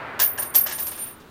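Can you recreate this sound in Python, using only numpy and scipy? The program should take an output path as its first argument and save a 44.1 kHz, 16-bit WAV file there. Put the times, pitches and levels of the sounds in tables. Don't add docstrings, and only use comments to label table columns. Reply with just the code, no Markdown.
import sys
import numpy as np
from scipy import signal
from scipy.fft import rfft, irfft
from scipy.io import wavfile

SR = 44100
rng = np.random.default_rng(int(sys.argv[2]) if len(sys.argv) > 2 else 0)


def waveform_to_disk(signal):
    frames = np.transpose(np.atleast_2d(signal))
    scaled = np.clip(frames, -1, 1) * 32767
    samples = np.round(scaled).astype(np.int16)
    wavfile.write(sys.argv[1], SR, samples)


N = 57330
T = np.arange(N) / SR
T_HIT = T[:SR * 2 // 5]


def amp(db):
    return 10 ** (np.asarray(db) / 20)


def unit(x):
    return x / np.sqrt(np.mean(abs(x) ** 2) + 1e-20)


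def decay(t, t60_s, level_db=0):
    return amp(level_db - 60 * t / t60_s)


def add(mix, start_s, sound):
    part = mix[max(round(start_s * SR), 0):][:len(sound)]
    part += sound[:len(part)]


def colour(x, spectrum, lift_db=0, shelf_hz=8930):
    hz = abs(np.fft.fftfreq(4096, 1 / SR))
    freq_hz, density_db = np.transpose(spectrum)
    shape = unit(amp(np.interp(np.log(hz + 1), np.log(freq_hz), density_db)))
    shelf = amp(lift_db * (1 - 1 / (1 + (hz / shelf_hz) ** 6)))
    log_response = signal.hilbert(np.log(shape * shelf)).conj()
    taps = np.fft.ifft(np.exp(log_response)).real
    return signal.oaconvolve(x, taps[:len(taps) // 2])[:len(x)]


def drift(rate_hz, size=N):
    hz = np.fft.rfftfreq(size, 1 / SR)
    white = rfft(rng.standard_normal(size))
    return unit(irfft(white / np.sqrt(1 + (hz / rate_hz) ** 4), size))


def scatter(width_hz):
    return drift(width_hz, len(T_HIT)) + 1j * drift(width_hz, len(T_HIT))


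def phasor(hz):
    return np.exp(2j * np.pi * (hz * T_HIT + rng.random()))


# freq_hz, density_db
WIND_SPECTRUM = [(20, -4.5), (45, -22), (78, 4), (110, -5.5), (250, -2), (370, 0), (700, -12), (1300, -6.5),
                 (2300, -24.5), (3700, -19), (4800, -30.5), (9000, -32), (15000, -34.5)]
def wind(level_db=-48):
    return colour(rng.standard_normal(N), WIND_SPECTRUM) * amp(level_db)


# pitch_hz, rms_db
DRONE_PARTIALS = [(78, -61.5), (157, -62), (237, -57.5)]
def drone(waver=0.015, waver_hz=11):
    out = np.zeros(N)
    for pitch_hz, rms_db in DRONE_PARTIALS:
        hz = pitch_hz * (1 + waver * drift(waver_hz))
        out += amp(rms_db) * np.sqrt(2) * np.sin(2 * np.pi * np.cumsum(hz) / SR)
    return out


# freq_hz, density_db
ECHO_SPECTRUM = [(30, -26), (70, -21), (120, 2.5), (180, -13), (330, -2.5), (650, 0.5), (1000, 0),
                 (1450, -0.5), (2200, -5), (3000, -15.5), (4600, -26), (8000, -55), (15000, -59)]
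# time_s, level_db
ECHO_ENVELOPE = [(0, -34), (.17, -36), (.33, -41), (.6, -42), (.9, -48.5), (1.1, -50.5), (1.3, -59.5)]
def far_echo():
    level_db = np.interp(T, *np.transpose(ECHO_ENVELOPE))
    return colour(rng.standard_normal(N), ECHO_SPECTRUM) * amp(level_db)


# freq_hz, density_db
ROLL_SPECTRUM = [(200, -26), (700, 5), (1700, -13.5), (2400, 5), (3500, 2), (5500, -5.5), (9000, -12.5),
                 (15000, -5.5)]
# time_s, level_db
ROLL_ENVELOPE = [(.68, -69), (.74, -49.5), (.85, -52), (.94, -46.5), (1.03, -47.5), (1.09, -50.5),
                 (1.15, -60.5), (1.3, -58.5)]
def rolling(grain_db=2, grain_hz=600):
    grit = unit(rng.standard_normal(N) * amp(grain_db * np.clip(drift(grain_hz), -2, 2)))
    level_db = np.interp(T, *np.transpose(ROLL_ENVELOPE), left=-np.inf)
    return colour(grit, ROLL_SPECTRUM) * amp(level_db)


# freq_hz, density_db
THUMP_SPECTRUM = [(60, -15.5), (125, -24), (190, -10.5), (270, -29), (340, 6.5), (450, -15), (590, 1.5),
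                  (800, -3.5), (1150, 1), (1600, -19), (4000, -49)]
def thump(t60_s=0.18):
    return colour(rng.standard_normal(len(T_HIT)) * decay(T_HIT, t60_s), THUMP_SPECTRUM)


# pitch_hz, level_db, t60_s
HOLLOW_MODES = [(1590, -9.5, 0.13), (1676, -2.5, 0.23), (1745, -5.5, 0.12), (1885, -10, .16),
                (5640, -14, 0.15), (5632, -15.5, 0.098)]
# freq_hz, density_db
PUFF_SPECTRUM = [(100, -41), (500, -32), (900, -5), (1400, -12), (1690, -1.5), (1950, -7.5), (2300, -24.5),
                 (2900, -5), (3500, -17.5), (9000, -42)]
def knock(blur_depth=0.92):
    hollow = sum(decay(T_HIT, t60_s, db) * phasor(hz) for hz, db, t60_s in HOLLOW_MODES)
    blur = unit(1 + blur_depth * scatter(width_hz=44))
    puff = rng.standard_normal(len(T_HIT)) * decay(T_HIT, t60_s=0.15, level_db=-2)
    return (hollow * blur).real + colour(puff, PUFF_SPECTRUM)


# freq_hz, density_db
CLICK_SPECTRUM = [(100, -18), (330, -9), (700, -3.5), (1300, -4.5), (2200, 2), (3300, 0), (5600, 4),
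                  (8000, -1), (10500, -4.5), (13500, -6.5), (16000, -22)]
def click(lift_db, direct_db=2.5, direct_tau_s=0.0023, grain_db=2.5):
    burst, wash, grain = rng.standard_normal((3, len(T_HIT)))
    direct = amp(direct_db) * np.exp(-T_HIT / direct_tau_s) * burst
    early = decay(T_HIT, t60_s=0.18, level_db=0.5)
    late = decay(T_HIT, t60_s=0.25, level_db=-21)
    reflections = (early + late) * unit(wash * amp(grain_db * np.clip(grain, -2, 2)))
    return colour(direct + reflections, CLICK_SPECTRUM, lift_db)


# start_s, click_db, treble_lift_db, knock_db, thump_db
FLOOR_CONTACTS = [(.1925, -33.5, 8, -23, -52), (.199, -23, -0.5, -27.5, -44), (.216, -30, 2, -32, -41),
                  (.377, -43, 6, -33.5, -46), (.386, -41.5, 5, -38, -34), (.420, -38.5, -12, -40.5, -35.5),
                  (.541, -46, 28, -75, -33), (.547, -29, 2, -63, -38), (.554, -27.5, 14, -62, -43),
                  (.663, -39, -10, -33.5, -36.5), (.669, -33.5, -5, -56, -43.5),
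                  (.684, -37.5, -13, -39.5, -70), (0.698, -37.5, -6, -39, -52), (.712, -33, -5, -33, -40),
                  (.779, -49, 14, -46, -44), (.785, -37.5, 10, -43.5, -41.5), (.821, -44.5, 20, -60, -45),
                  (.869, -39.5, 15, -45.5, -41.5), (.919, -44.5, -9, -46, -45.5),
                  (.976, -49, 15.5, -47.5, -43), (1.020, -52.5, -6, -65, -56), (1.058, -61, -8, -63, -70),
                  (1.069, -60, -10, -48, -74), (1.202, -57, -7, -72.5, -74)]
def contacts():
    out = np.zeros(N)
    for start_s, click_db, lift_db, knock_db, thump_db in FLOOR_CONTACTS:
        hit = amp(click_db) * click(lift_db) + amp(thump_db) * thump() + amp(knock_db) * knock()
        add(out, start_s, hit)
    return out


TUBE_MODES_HZ = (9243, 12564, 14818)
# split_hz, twin_db
MODE_TWINS = [(-42, -8), (-40, -5), (38, -7)]
# start_s, low_db, middle_db, high_db, tumble_hz, t60_s
RINGING_BOUNCES = [(.197, -23, -21, -8, 52, .28), (.214, -19, -11.5, -30, 35, .28),
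                   (0.379, -21, -23, -24, 14.1, 0.34), (0.547, -19.5, -9, -13.5, 18, 0.34),
                   (.715, -25, -25.5, -30.5, 15.7, 0.3), (.783, -28, -26.5, -25.5, 14.2, .45),
                   (0.822, -48, -21, -46, 10.6, 0.27), (.870, -35.5, -36.5, -40, 13, 0.81),
                   (.982, -26, -35, -35, 6.84, 0.48), (1.020, -37, -37, -40.5, 4.57, 1)]
def ringing(rise_tau_s=0.013, rest_s=1.10, rest_t60_s=0.36):
    swing_depth, swing_hz, full_flutter_hz, smear_db = 0.38, 12, 13, -6
    out, t = np.zeros(N), T_HIT
    for start_s, *modes_db, tumble_hz, t60_s in RINGING_BOUNCES:
        flutter = min(tumble_hz / full_flutter_hz, 1)
        envelope = (1 - np.exp(-t / rise_tau_s)) * decay(t, t60_s)
        spin = 2 * np.pi * tumble_hz * t
        level_swing = 1 - swing_depth * flutter * np.cos(2 * spin)
        pitch_swing = np.exp(1j * swing_hz / tumble_hz * np.sin(spin))
        for pitch_hz, (split_hz, twin_db), level_db in zip(TUBE_MODES_HZ, MODE_TWINS, modes_db):
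            beating = 1 + flutter * amp(twin_db) * phasor(split_hz)
            smear = flutter * amp(smear_db) * unit(scatter(width_hz=42))
            tone = (beating * level_swing * pitch_swing + smear) * phasor(pitch_hz)
            add(out, start_s, amp(level_db) * envelope * tone.real)
    return out * decay(np.maximum(T - rest_s, 0), rest_t60_s)


def scene():
    casing = contacts() + ringing() + rolling()
    return (casing + far_echo() + wind() + drone())[None]


def record(dry):
    taps = signal.firwin(255, 16100, window=("kaiser", 8), fs=SR)
    return signal.oaconvolve(dry, taps[None], "same")


dry = scene()
out = record(dry)
waveform_to_disk(out)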